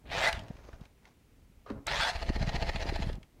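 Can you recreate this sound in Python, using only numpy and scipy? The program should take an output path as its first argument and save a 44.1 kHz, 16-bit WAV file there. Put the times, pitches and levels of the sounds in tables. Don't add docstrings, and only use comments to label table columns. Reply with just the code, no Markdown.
import sys
import numpy as np
from scipy import signal
from scipy.fft import rfft, irfft
from scipy.io import wavfile
from scipy.ndimage import uniform_filter1d

SR = 44100
rng = np.random.default_rng(int(sys.argv[2]) if len(sys.argv) > 2 else 0)


def dump(signal):
    limited = np.clip(np.atleast_2d(signal).T, -1, 1)
    pcm = np.round(limited * 32767).astype(np.int16)
    wavfile.write(sys.argv[1], SR, pcm)


N = 149940
T = np.arange(N) / SR

# (rattle [dB], shake [dB])
KICKS = [(-38, -28.5), (-37.5, -31.5), (-38.5, -23), (-37.5, -25.5), (-35.5, -24), (-35, -29.5),
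         (-32.5, -25), (-33.5, -27), (-32, -26), (-35.5, -30.5), (-34, -30.5), (-34, -27), (-37, -27.5),
         (-38, -25.5), (-49, -26)]
MAINS_HZ, CYCLES_PER_KICK, FIRST_KICK_S = 60, 4, 2.163
KICK_TIMES_S = FIRST_KICK_S + np.arange(len(KICKS)) * CYCLES_PER_KICK / MAINS_HZ


def amp(db):
    return 10 ** (np.asarray(db) / 20)


def unit(x):
    return x / np.sqrt(np.mean(x ** 2) + 1e-20)


def read(points, hz):
    f, value = np.transpose(points)
    return np.interp(np.log(hz + 1), np.log(f + 1), value)


def curve(points, column=1):
    rows = np.array(points)
    return np.interp(T, rows[:, 0], rows[:, column])


def add(mix, s, sound):
    part = mix[max(round(s * SR), 0):][:len(sound)]
    part += sound[:len(part)]


def colour(x, spectrum):
    return unit(irfft(rfft(x) * amp(read(spectrum, np.fft.rfftfreq(N, 1 / SR))), N))


def resonate(x, hz, width_hz):
    return signal.lfilter(*signal.iirpeak(hz, hz / min(width_hz, SR / 4), SR), x)


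def wander(hz):
    return unit(signal.sosfilt(signal.butter(2, hz, fs=SR, output="sos"), rng.standard_normal(N)))


def patchy(x, spread_db):
    z = signal.stft(x, SR, nperseg=512)[2]
    field = uniform_filter1d(rng.standard_normal(z.shape), size=4, axis=0)
    field = unit(uniform_filter1d(field, size=5, axis=1))
    return unit(signal.istft(z * amp(spread_db * field), SR, nperseg=512)[1][:N])


def room_tone():
    # (frequency [Hz], relative level [dB])
    spectrum = [(12, -38.5), (20, -12), (64, -1), (207, -8.5), (245, -5.5), (565, -22), (1670, -26),
                (2150, -23), (3960, -29.5), (15500, -35.5)]
    return amp(-65.5) * colour(rng.standard_normal(N), spectrum)


def workshop(x):
    # (frequency [Hz], t60 [s])
    decay = [(100, 0.12), (600, 0.53), (3000, 0.17), (12000, .25)]
    taps = rng.choice([-1., 1.], SR // 2) * (rng.random(SR // 2) < 3000 / SR)
    taps[:SR // 250] = 0
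    hz, t, z = signal.stft(taps, SR, nperseg=256)
    tail = signal.istft(z * amp(-60 * t / read(decay, hz)[:, None]), SR, nperseg=256)[1]
    return signal.fftconvolve(x, tail / np.linalg.norm(tail))[:N]


def clothing():
    # (time [s], level [dB])
    rubbing = [(0, -65), (.08, -47.5), (.17, -42), (.4, -43.5), (.6, -56), (.82, -50.5), (.98, -66),
               (1.62, -65), (1.78, -45.5), (1.84, -66), (1.89, -40), (2.1, -47.5), (2.4, -38),
               (2.75, -43.5), (3.08, -38), (3.19, -47.5), (3.27, -63.5), (3.4, -60)]
    # (frequency [Hz], relative level [dB])
    rustle = [(15, -6), (40, 7), (130, -4), (300, -12.5), (600, -15.5), (1500, -31), (6000, -67)]
    # (time [s], peak [dB], centre [Hz])
    bumps = [(0.178, -32.5, 107), (0.336, -33, 53), (.373, -35.5, 55), (0.443, -46, 50),
             (0.506, -29.5, 147), (.511, -37, 454), (0.54, -50, 50), (0.69, -37.5, 410), (0.739, -42.5, 45),
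             (.816, -37.5, 139), (1.501, -49.5, 153), (1.576, -48, 55), (2.3, -22, 117.4),
             (2.304, -22, 240), (2.365, -29, 238), (2.414, -22.5, 114), (2.431, -25.5, 166),
             (2.479, -21.5, 116), (2.496, -37, 147), (2.546, -25, 143), (2.567, -32, 137),
             (2.629, -36, 117), (2.697, -43, 230), (2.751, -30, 147), (2.766, -31, 138), (2.857, -28, 300),
             (2.898, -29, 125), (2.926, -26.5, 306), (2.947, -50, 110.8), (2.993, -31.5, 261),
             (3.003, -26, 142), (3.072, -24.5, 122), (3.093, -37, 135), (3.1, -30, 403),
             (3.142, -32.5, 108), (3.184, -36, 175)]
    out = amp(curve(rubbing)) * colour(rng.standard_normal(N) * (1 + .5 * wander(30)), rustle)
    t = np.arange(-SR // 20, SR // 20) / SR
    for s, db, hz in bumps:
        u = (np.pi * hz * t) ** 2
        add(out, s + t[0], amp(db) * (2 * u - 1) * np.exp(-u))
    return out


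def shake():
    # (frequency [Hz], relative level [dB], t60 [s])
    modes = [(30.2, -1.3, 0.21), (59.8, 0.47, 0.12)]
    lead_s, rise_s = 0.01114, 0.0022
    t, out = np.arange(SR // 3) / SR, np.zeros(N)
    sway = sum(amp(db - 60 * t / t60) * np.sin(2 * np.pi * hz * t) for hz, db, t60 in modes)
    sway *= 1 - np.exp(-t / rise_s)
    for s, (_, db) in zip(KICK_TIMES_S, KICKS):
        add(out, s - lead_s, amp(db) * sway)
    return out


def snaps():
    # (time [s], level [dB], centre [Hz], decay [s])
    cracks = [(.328, -20, 2500, 0.0024), (0.393, -34.5, 2960, 0.0023), (.436, -47, 5000, 0.0012),
              (.483, -40.5, 2930, 0.0016), (0.569, -48, 1800, .004), (0.595, -51, 1290, 0.0017),
              (0.691, -48, 1190, 0.0031), (0.731, -45, 1460, 0.0055), (.81, -53, 3500, .004),
              (.854, -43.5, 2150, 0.0029), (1.054, -47, 1775, 0.0048), (1.079, -68, 3960, .004),
              (1.869, -19, 5560, 0.001), (3.13, -40, 2977, .003), (3.154, -46.5, 3500, .003),
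              (3.23, -42.5, 2290, 0.0032)]
    t, out = np.arange(SR // 12) / SR, np.zeros(N)
    for s, db, hz, decay_s in cracks:
        band = resonate(rng.standard_normal(len(t)), hz, hz * 0.53)
        crack = unit(resonate(band, hz, hz * 2.5))
        add(out, s, amp(db) * 0.48 * crack * np.exp(-t / decay_s))
    return out


def seating():
    # (frequency [Hz], relative level [dB])
    spectrum = [(180, -31), (300, -3.5), (885, -4.5), (1230, 0), (1680, -11.5), (2840, -20.5), (3100, -19),
                (3370, -24), (3890, -21.5), (9000, -42), (11700, -74), (19800, -120)]
    # (frequency [Hz], relative level [dB], t60 [s], rise [s])
    modes = [(108.4, -11, 0.21, 0.0061), (214, -1, 0.14, .01), (276, 5.5, 0.081, 0.0075),
             (400, -4, 0.062, 0.0037), (476, -16.5, 0.21, 0.0048), (551, -5, 0.057, .004),
             (712, -17, 0.084, 0.0022), (967, -11, 0.036, .001), (1190, -23, 0.056, 0.00084),
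             (1510, -22, 0.085, 0.00091)]
    scrape_s, length_s, knock_s = 1.662, 0.06, 1.702
    progress = np.clip((T - scrape_s) / length_s, 0, 1)
    scrape = amp(-49.5) * (4 * progress * (1 - progress)) ** 0.13
    crack = amp(-42.5) * (T > knock_s) * np.exp(-abs(T - knock_s) / 0.0047)
    out = (crack + scrape) * colour(rng.standard_normal(N) * (1 + 0.42 * wander(130)), spectrum)
    t = np.arange(SR // 2) / SR
    knock = sum(amp(db - 60 * t / t60) * (1 - np.exp(-t / rise_s))
                * np.sin(2 * np.pi * (hz * t + rng.random())) for hz, db, t60, rise_s in modes)
    add(out, knock_s, amp(-30) * knock)
    return out


def chips():
    # (time [s], level [dB])
    crunch = [(.44, -82.5), (.48, -64), (.56, -63.5), (.62, -63.5), (.735, -60.5), (.78, -68.5), (.86, -63),
              (.89, -82.5), (1.02, -81.5), (1.06, -61.5), (1.12, -70), (1.17, -105)]
    # (frequency [Hz], relative level [dB])
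    spectrum = [(150, -26), (400, 3), (800, 3.5), (2200, -5), (3000, -11), (6500, -12.5), (8000, -28.5),
                (15000, -33)]
    return amp(curve(crunch)) * colour(rng.standard_normal(N) * amp(3.4 * wander(170)), spectrum)


def ringing_tones():
    # (time [s], pitch [Hz], level [dB], half length [s])
    tones = [(0.24, 2080, -33, 0.022), (0.275, 2007, -24, 0.0076), (0.285, 858, -27.5, 0.012),
             (2.038, 3426, -35.5, 0.027), (2.042, 1576, -37.5, 0.019), (2.096, 725.6, -34, 0.011)]
    out = np.zeros(N)
    for s, hz, db, half_s in tones:
        phase = 2 * np.pi * np.cumsum(hz * (1 + 0.014 * wander(153.5))) / SR
        out += amp(db) * np.exp(-((T - s) / half_s) ** 2) * unit(np.sin(phase))
    return out


def gearbox():
    # (frequency [Hz], relative level [dB], t60 [s])
    modes = [(870, -3.5, 0.051), (596, -10, .08), (1871, -11, 0.074), (4340, -4, 0.035)]
    t, out = np.arange(SR // 8) / SR, np.zeros(N)
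    for s, (kick_db, _) in zip(KICK_TIMES_S, KICKS):
        for hz, db, t60 in modes:
            tone = np.sin(2 * np.pi * hz * rng.uniform(0.91, 1.03) * t)
            add(out, s - .003, amp(kick_db + db - 60 * t / t60) * tone)
    return out


def rotor(mesh_phase, pinion_teeth=5, count=70):
    orders = rng.standard_normal(count) + 1j * rng.standard_normal(count)
    return unit(np.polyval(orders, np.exp(1j * mesh_phase / pinion_teeth)).real)


def grit(grains_per_s=3500, spread_db=2.5, share=0.46):
    grains = (rng.random(N) < grains_per_s / SR) * rng.choice([-1, 1], N)
    grains = grains * amp(spread_db * np.minimum(rng.exponential(1, N), 4))
    return share * unit(grains) + (1 - share) * rng.standard_normal(N)


def motor(run, rasp, buzz, teeth, whine_db, ring_db, jitter):
    # (frequency [Hz], width [Hz], relative level [dB])
    housing = [(680, 110, -4.5), (879, 74, -11.5), (2030, 560, -18), (3520, 53, -19.5), (3820, 180, -18.5)]
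    # (multiple of the mesh [1], relative level [dB])
    partials = [(1, -12), (2, -9.5), (3, -21), (4, -32), (5, -13)]
    mesh_phase = 2 * np.pi * np.cumsum(curve(run) * (1 + jitter * wander(69))) / SR
    mains = 1 + buzz * np.cos(2 * np.pi * 2 * MAINS_HZ * T)
    drive = patchy(grit() + 0.48 * rotor(mesh_phase), spread_db=2.5)
    chatter = amp(2.2 * wander(350))
    drive *= chatter * mains * (1 + teeth * np.cos(mesh_phase))
    ring = sum(amp(db) * unit(resonate(drive, hz, width_hz)) for hz, width_hz, db in housing)
    whine = sum(amp(db) * unit(np.cos(k * mesh_phase) * (1 + 0.54 * wander(90))) for k, db in partials)
    return unit(colour(drive, rasp) + amp(ring_db) * ring + amp(whine_db) * whine * mains)


def run_gain(run):
    return amp(curve(run, 2)) * (T > run[0][0]) * (T < run[-1][0])


def stall(rise_s=0.014, fall_s=0.0051, backlash_lead_s=0.025):
    # (time [s], gear mesh [Hz], level [dB])
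    run = [(2.1, 860, -70), (2.13, 855.7, -52.5), (2.38, 850, -59), (2.6, 862.6, -58), (2.95, 856.5, -56),
           (3.08, 752, -53), (3.15, 503, -61.5), (3.21, 302.5, -86)]
    # (frequency [Hz], relative level [dB])
    rasp = [(180, -24), (300, -5.5), (461, -1), (600, -0.5), (794, -3.5), (877, -4), (1160, -14.5),
            (1260, -4.5), (1460, -10.5), (1870, -1), (2250, -6), (3450, -9), (3690, -16), (4070, -9),
            (7500, -25), (8280, -37), (15500, -46)]
    surges = sum(amp(db) * np.exp(-np.maximum((s - T) / rise_s, (T - s) / fall_s))
                 for s, (db, _) in zip(KICK_TIMES_S, KICKS))
    surges += 0.21 * np.roll(surges, -round(backlash_lead_s * SR))
    rattle = motor(run, rasp, buzz=0.2, teeth=0.32, whine_db=-5, ring_db=-7, jitter=0.0523)
    sparks = amp(-17) * unit(resonate(rng.standard_normal(N), 9100, 2500))
    return (run_gain(run) + surges) * rattle + run_gain(run) * sparks


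def spin_ups():
    # (time [s], gear mesh [Hz], level [dB])
    pull_1 = [(.048, 299.4, -99), (.056, 298.9, -62), (.09, 350.1, -54.5), (.12, 433.4, -36),
              (.168, 506.3, -32), (.205, 619.6, -30.5), (.242, 664.7, -25.5), (.266, 744.2, -26.5),
              (.284, 839.4, -25), (.297, 870.5, -32), (.306, 846.5, -40), (.36, 695, -42.5),
              (.43, 600, -57.5), (.55, 394.7, -69.5), (.62, 303.4, -98)]
    pull_2 = [(1.861, 300, -91), (1.867, 305.8, -44), (1.882, 328.2, -31.5), (1.9, 383.6, -39),
              (1.915, 423.6, -32), (1.992, 609, -31.5), (2.03, 695.5, -28), (2.06, 746, -30),
              (2.098, 845, -28), (2.118, 860, -44), (2.16, 830, -72), (2.2, 860, -78)]
    # (frequency [Hz], relative level [dB])
    rasp_1 = [(150, -77), (250, -24), (366, -25), (442, -21.5), (717, -10), (795, -7.5), (852, -5),
              (961, -11), (1200, -11.5), (1670, -3.5), (1820, -3.5), (2130, -8), (2320, -6.5), (4100, -15),
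              (15500, -44)]
    rasp_2 = [(150, -63), (250, -25), (385, -33), (499, -5), (544, -3.5), (729, -9), (897, 4.5),
              (995, -8.5), (1270, -2), (1990, -0.5), (3010, -7.5), (3450, -5), (3760, -8.5), (4170, -6.5),
              (6420, -19), (7380, -19), (15500, -42)]
    first = motor(pull_1, rasp_1, buzz=0.12, teeth=0.75, whine_db=-3.5, ring_db=-5.5, jitter=.006)
    second = motor(pull_2, rasp_2, buzz=0.15, teeth=0.27, whine_db=-3, ring_db=-8, jitter=0.00633)
    return run_gain(pull_1) * first + run_gain(pull_2) * second


def scene():
    tool = spin_ups() + stall() + gearbox() + ringing_tones() + chips() + snaps()
    board = seating()
    room = amp(-14.5) * workshop(tool + amp(7) * board)
    return (tool + board + room + shake() + clothing() + room_tone())[None]


def record(dry):
    low_hz, high_hz = 16, 15850
    dry = signal.sosfilt(signal.butter(2, low_hz, "high", fs=SR, output="sos"), dry)
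    return signal.oaconvolve(dry, signal.firwin(511, high_hz, window=("kaiser", 9), fs=SR)[None], "same")


dry = scene()
out = record(dry)
dump(out)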